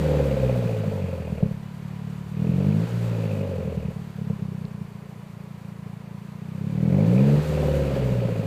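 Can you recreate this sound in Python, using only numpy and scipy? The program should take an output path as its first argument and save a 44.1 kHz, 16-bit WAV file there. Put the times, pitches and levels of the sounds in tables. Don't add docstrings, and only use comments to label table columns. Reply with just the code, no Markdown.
import sys
import numpy as np
from scipy import signal
from scipy.fft import rfft, irfft, next_fast_len
from scipy.io import wavfile
from scipy.ndimage import uniform_filter1d, map_coordinates

SR = 44100
rng = np.random.default_rng(int(sys.argv[2]) if len(sys.argv) > 2 else 0)


def master(y):
    cut = np.clip(np.atleast_2d(y).T, -1, 1)
    pcm = np.round(cut * 32767)
    wavfile.write(sys.argv[1], SR, pcm.astype(np.int16))


def volts_from_db(level):
    exponent = np.asarray(level, float) / 20
    return 10 ** exponent


N = 373086
T = np.arange(N) / SR
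MID_HZ = 58
SHUT_S = 0.076

# time in seconds, thump level in dB.
EFFORT = [(0, -23.5), (1.2, -27.5), (1.45, -29.5), (1.62, -36.5), (2.07, -32), (2.28, -35.5), (2.42, -23),
          (2.82, -21.5), (3.0, -26.5), (3.65, -31.5), (4.1, -37.5), (4.3, -31.5), (4.75, -33.5),
          (4.9, -40.5), (6.39, -37), (6.95, -18.5), (7.3, -17.5), (7.52, -22.5)]
# lift in seconds, catch in seconds,
# strength of coasting in dB, burble in dB, time the rasp takes to build in seconds.
LIFTS = [
    (-.08, 1.47, 0.5, 9, 0.19),
    (2.882, 3.9, 0.5, 3, 0.53),
    (7.439, 9, -1, 13, 0.13),
]
LIFT_S, CAUGHT_S, COASTING_DB, BURBLE_DB, RASP_RISE_S = np.transpose(LIFTS)


def unit(x):
    return x / np.sqrt(np.mean(x ** 2) + 1e-20)


def gain(points):
    f, db = np.transpose(points)
    hz = np.fft.rfftfreq(next_fast_len(N + SR, True), 1 / SR)
    return volts_from_db(np.interp(np.log(hz + 1), np.log(f + 1), db))


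def coloured(x, points):
    cep = irfft(np.log(gain(points) + 1e-6))
    half = len(cep) // 2
    cep[1:half] *= 2
    cep[half + 1:] = 0
    return irfft(rfft(x, len(cep)) * np.exp(rfft(cep)))[:N]


def band(hz, width):
    skirts = [(hz - 6 * width, -60), (hz - width, -6), (hz, 0), (hz + width, -6), (hz + 6 * width, -60)]
    return unit(coloured(rng.standard_normal(N), skirts))


def rung(x, hz, width, db):
    return volts_from_db(db) * np.sqrt(300 / width) * signal.lfilter(*signal.iirpeak(hz, hz / width, SR), x)


def wobble(rate):
    knots = rng.standard_normal(int(N * rate / SR) + 4)
    return map_coordinates(knots, [np.arange(N) * rate / SR])


def curve(rows):
    s, value = np.transpose(rows)
    return np.interp(T, s, value)


def coasting(rises_s, sizes):
    total = np.zeros(N)
    for lift, caught, rise_s, size in zip(LIFT_S, CAUGHT_S, np.resize(rises_s, len(LIFTS)), sizes):
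        rise = (T - lift) / rise_s
        fall = (caught - T) / 0.02 + 1
        total += size * np.clip(np.minimum(rise, fall), 0, 1)
    return total


def controls():
    # time in seconds, firings in Hz.
    speed = [(0, 78.14), (1.24, 40.32), (1.58, 34.62), (1.77, 36.14), (2.22, 36.54), (2.39, 38.54),
             (2.89, 58.59), (3.16, 56.94), (3.79, 38.1), (4.15, 35.21), (4.77, 29.15), (6.11, 27.98),
             (6.53, 30.93), (6.87, 41.12), (7.25, 69.6), (7.47, 77.2), (7.81, 71.58), (8.46, 52.47)]
    hz = curve(speed)
    count = -.07 + np.cumsum(hz) / SR
    effort_db = curve(EFFORT)
    fired = volts_from_db(-51.5 + 1.886 * (effort_db + 31))
    coast_db = -29 + 15 * np.log2(hz / MID_HZ)
    coast = coasting(RASP_RISE_S, volts_from_db(COASTING_DB)) * volts_from_db(coast_db)
    gulp_db = sum(-16.5 * np.exp(-((T - lift) / 0.033) ** 2) for lift in LIFT_S)
    return count, hz, effort_db + gulp_db, 20 * np.log10(np.hypot(fired, coast))


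def street():
    # frequency in Hz, level in dB per Hz.
    street_colour = [(15, -91), (40, -40), (60, -19), (109, -2), (167, -15), (213, -10), (271, -23),
                     (415, -14), (903, -22), (978, -17.5), (1500, -30.5), (2430, -29), (3180, -42.5),
                     (15000, -46)]
    return volts_from_db(-48 + 0.067 * wobble(4.32)) * unit(coloured(rng.standard_normal(N), street_colour))


def gurgle(life=0.032, rise=1.45):
    # start in seconds, peak in dB, start pitch in Hz.
    bubbles = [
        (4.251, -45, 412),
        (4.385, -44, 372),
        (4.511, -43, 354),
        (4.64, -43.5, 371),
        (4.773, -47, 397),
        (4.899, -53, 407),
        (5.031, -48, 408),
        (5.16, -51, 400),
        (5.43, -49, 401),
        (5.85, -51, 403),
    ]
    out = np.zeros(N)
    age = np.arange(round(life * SR)) / (life * SR)
    for s, db, hz in bubbles:
        glide = hz * (1 + (rise - 1) * volts_from_db(min(db + 40.0, 0)) * age ** 2)
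        tone = np.sin(2 * np.pi * np.cumsum(glide) / SR)
        out[round(s * SR):][:len(age)] += volts_from_db(db) * np.sin(np.pi * age) ** 0.26 * tone
    return out


def machinery(count, hz):
    # frequency in Hz, level in dB per Hz.
    hiss_colour = [(470, -10.5), (800, -5.5), (950, -3.5), (1160, -6.5), (1270, -5.5), (1910, -8.5),
                   (2570, -13), (3120, -13.5), (4200, -16.5), (4650, -16), (5100, -22.5), (7700, -22.5),
                   (10000, -29), (15000, -28.5)]
    # pitch in Hz, width in Hz, level in dB.
    whines = [
        (12150, 310, -26.5),
        (987, 34, -18),
        (2940, 19, -21.5),
    ]
    level_db = -48.5 + 10.5 * np.log2(hz / MID_HZ) + 0.078 * (curve(EFFORT) + 30)
    level_db += 2.5 * np.exp(-((T - 7.96) / 0.02) ** 2)
    firing = np.cos(2 * np.pi * count)
    cycle = np.cos(np.pi * count / 2)
    low = rng.standard_normal(N) * volts_from_db(0.26 * wobble(12.0))
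    high = rng.standard_normal(N) * volts_from_db(1.4 * wobble(28) + 0.56 * cycle + 0.81 * firing)
    low = signal.sosfilt(signal.butter(2, 6000, "low", fs=SR, output="sos"), low)
    high = signal.sosfilt(signal.butter(2, 6000, "high", fs=SR, output="sos"), high)
    flow = unit(coloured((1 + 0.041 * firing) * (low + high), hiss_colour))
    flow += sum(volts_from_db(db) * band(f, width) for f, width, db in whines)
    gate = np.exp(-((count - 2.4) % 4) / .2)
    injector = unit(gate * volts_from_db(4 * wobble(5)) * band(10600, 500))
    return volts_from_db(level_db + 3) * flow + volts_from_db(-90) * injector


def shield(count, rasp_db):
    # time in seconds, pitch in Hz.
    sheet_pitch = [(0, 2470), (6.5, 2557), (6.9, 2210), (7.2, 2450), (7.5, 2543), (8.46, 2477)]
    # time in seconds, boost in dB, length in seconds.
    rattles = [
        (3.26, 5, .08),
        (7.18, 9, 0.039),
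    ]
    # start in seconds, peak in dB, pitch in Hz.
    ticks = [
        (4.6528, -30, 4130),
        (7.947, -46, 4310),
        (8.043, -48, 4050),
    ]
    chatter_db = sum(db * np.exp(-((T - s) / lasts) ** 2) for s, db, lasts in rattles)
    level_db = -53.5 + 0.6 * (rasp_db + 27.5) + chatter_db
    shake = np.exp(1.17 * np.cos(2 * np.pi * (count + 0.15)) + 0.31 * wobble(25))
    narrow = coloured(rng.standard_normal(N), [(0, 15.5), (70, 6), (350, 3.5), (2000, -80)])
    ring = np.cos(2 * np.pi * np.cumsum(curve(sheet_pitch)) / SR)
    buzz = volts_from_db(level_db + 1.5) * unit(np.sqrt(shake) * narrow * ring)
    t = np.arange(400) / SR
    for s, db, hz in ticks:
        fade = volts_from_db(db - 60 * t / 0.0033) * (1 - np.exp(-t / 0.00037))
        buzz[round(s * SR):][:len(t)] += fade * np.sin(2 * np.pi * hz * t)
    return buzz


def drone(count, hz):
    # firings in Hz, level at the firing rate in dB, level at twice that rate in dB.
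    hum = [(28.4, -80, -74), (38, -82, -36.5), (49, -63, -31), (55.3, -48.5, -28), (64.8, -29, -23.5),
           (66.4, -37, -32.5), (71, -26.5, -28.5), (79, -30.5, -25.5)]
    outlet_orders = [4, 5, 6.5, 6.75]
    outlet_levels = [-8.5, -11.5, -32, -5]
    speeds, first, second = np.transpose(hum)
    muted_db = -7
    state_db = muted_db + coasting(SHUT_S, COASTING_DB - muted_db)
    first_db = state_db + np.interp(hz, speeds, first)
    second_db = state_db + np.interp(hz, speeds, second)
    orders = [(1, first_db), (2, second_db)]
    orders += [(k, first_db + db) for k, db in zip(outlet_orders, outlet_levels)]
    total = np.zeros(N)
    for k, db in orders:
        total += volts_from_db(db + .8 * wobble(12)) * np.sin(2 * np.pi * k * count + .1 * wobble(15))
    return -np.sqrt(2) * total


def uneven(hz):
    falling = np.clip(-np.gradient(hz) * SR / 9, 0, 1)
    sag = uniform_filter1d(falling, SR // 10)
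    scatter_db = 1 + 2 * sag * np.clip((85 - hz) / 40, 0, 1)
    return scatter_db, hz / 70 * coasting(SHUT_S, BURBLE_DB)


def firings(count, hz, thump_db, rasp_db):
    # time in seconds, peak in dB, crack in dB against the peak.
    pops = [(1.22, -40.5, 12), (1.32, -13, -17), (1.403, -30, -1), (1.425, -5, -16), (1.453, -12.5, -18),
            (1.508, -14.5, -19), (3.58, -18, -8.5), (3.648, -17, -9), (3.673, -15, -13), (3.77, -12.5, -19),
            (3.848, -15, -18), (3.88, -14.5, -20), (3.959, -18, -20), (3.989, -21, -21),
            (4.182, -18.5, -16), (4.211, -15.5, -28), (4.267, -16, -31), (4.298, -10.5, -16.5),
            (4.809, -17.5, -36)]
    cylinders = [1.5, 0.95, 0.6, -0.5]
    at = np.flatnonzero(np.diff(np.floor(count)))
    chance = rng.standard_normal((len(at), 3))
    travel = round(.009 * SR)
    jitter = (.004 * chance[:, 0] * SR / hz[at]).astype(int)
    at = np.clip(at - travel + jitter, 0, N - 1)
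    scatter_db, burble_db = (c[at] for c in uneven(hz))

    def turn(pattern):
        return np.resize(pattern, len(at))

    even = np.sqrt(SR / hz[at])
    thump_burble = burble_db * turn([-0.73, -0.28, -1.78, -1.15])
    rasp_burble = burble_db * turn([-0.68, -0.33, -0.68, 0.16])
    cylinder_db = turn(cylinders) * hz[at] / 40
    thump = even * volts_from_db(thump_db[at] + cylinder_db + thump_burble + scatter_db * chance[:, 1])
    rasp = even * volts_from_db(rasp_db[at] + rasp_burble + 1.75 * chance[:, 2])
    front = rasp.copy()
    for s, db, crack_db in pops:
        k = np.argmin(abs(at - s * SR))
        at[k] = (s + 0.00065) * SR
        thump[k] = volts_from_db(db + 19.0)
        rasp[k] = volts_from_db(db + crack_db + 20.0)
        front[k] = -volts_from_db(db + crack_db + 29.5)
    return at, thump, rasp, front


def bursts(at, size, ring, memory):
    t = np.arange(2048) / SR
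    fresh = rng.standard_normal((len(at) + 40, len(t)))
    shape = signal.lfilter([np.sqrt(1 - memory ** 2)], [1, 0, 0, 0, -memory], fresh, axis=0)[-len(at):]
    fade = (1 - np.exp(-t / 0.0018)) * np.exp(-t / ring) / np.sqrt(ring * SR / 2)
    rows = shape * fade
    heard = signal.sosfilt(signal.butter(2, [400, 620], "band", fs=SR, output="sos"), rows)
    power = np.sum(heard ** 2, axis=1)
    rows = size[:, None] * rows * (power.mean() / power)[:, None] ** .4
    return np.bincount((at[:, None] + np.arange(len(t))).ravel(), rows.ravel())[:N]


def train(at, size):
    return np.bincount(at, size, N)


def colour_size(points):
    return np.linalg.norm(coloured(np.eye(1, N)[0], points))


def silencer(at, thump, thump_db):
    # frequency in Hz, level in dB.
    silencer_colour = [(24, -4), (36, -63), (56, -20), (73, -18), (97, 0.5), (151, 6.5), (209, 4.5),
                       (235, -16.5), (295, -19.5), (335, -21), (420, -22.5), (480, -41.5), (700, -120)]
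    # pitch in Hz, width in Hz, level in dB.
    chamber = (289, 23, -23.5)
    body = coloured(train(at, thump), silencer_colour) / colour_size(silencer_colour)
    strain = np.clip((thump_db + 32) / 10, 0, 1)
    return body + rung(body, *chamber) * 10 * strain


def tailpipe(at, rasp, front):
    # frequency in Hz, level in dB.
    rasp_colour = [(140, -46), (240, 0), (280, -4.5), (330, -13), (388, -7), (430, -1), (465, -3.5),
                   (511, -7.5), (550, -4), (600, -6), (678, -11), (863, -16), (1150, -31.5), (2860, -120)]
    # pitch in Hz, width in Hz, level in dB, growth while coasting.
    pipe_rings = [
        (520, 28, 1, 1),
        (450, 40, -4, -.3),
    ]
    gas = bursts(at, rasp, ring=.0085, memory=.88)
    pipe = coloured(gas + 0.27 * train(at, front), rasp_colour) / colour_size(rasp_colour)
    coast = coasting(SHUT_S, np.ones(len(LIFTS)))
    out = .6 * pipe
    for hz, width, db, grows in pipe_rings:
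        out += (0.36 + grows * coast / 2) * rung(pipe, hz, width, db)
    return out


def exhaust(count, hz, thump_db, rasp_db):
    at, thump, rasp, front = firings(count, hz, thump_db, rasp_db)
    return silencer(at, thump, thump_db) + tailpipe(at, rasp, front)


def scene():
    count, hz, thump_db, rasp_db = controls()
    quiet = street() + gurgle() + machinery(count, hz) + shield(count, rasp_db)
    return (quiet + drone(count, hz) + exhaust(count, hz, thump_db, rasp_db))[None]


def band_limit(x):
    return signal.sosfilt(signal.butter(12, 15200, fs=SR, output="sos"), x)


def record(dry):
    hz = np.fft.rfftfreq(N, 1 / SR)
    mix = irfft(rfft(dry) * (hz < 15250) * (hz > 10), N)
    return band_limit(mix)


dry = scene()
out = record(dry)
master(out)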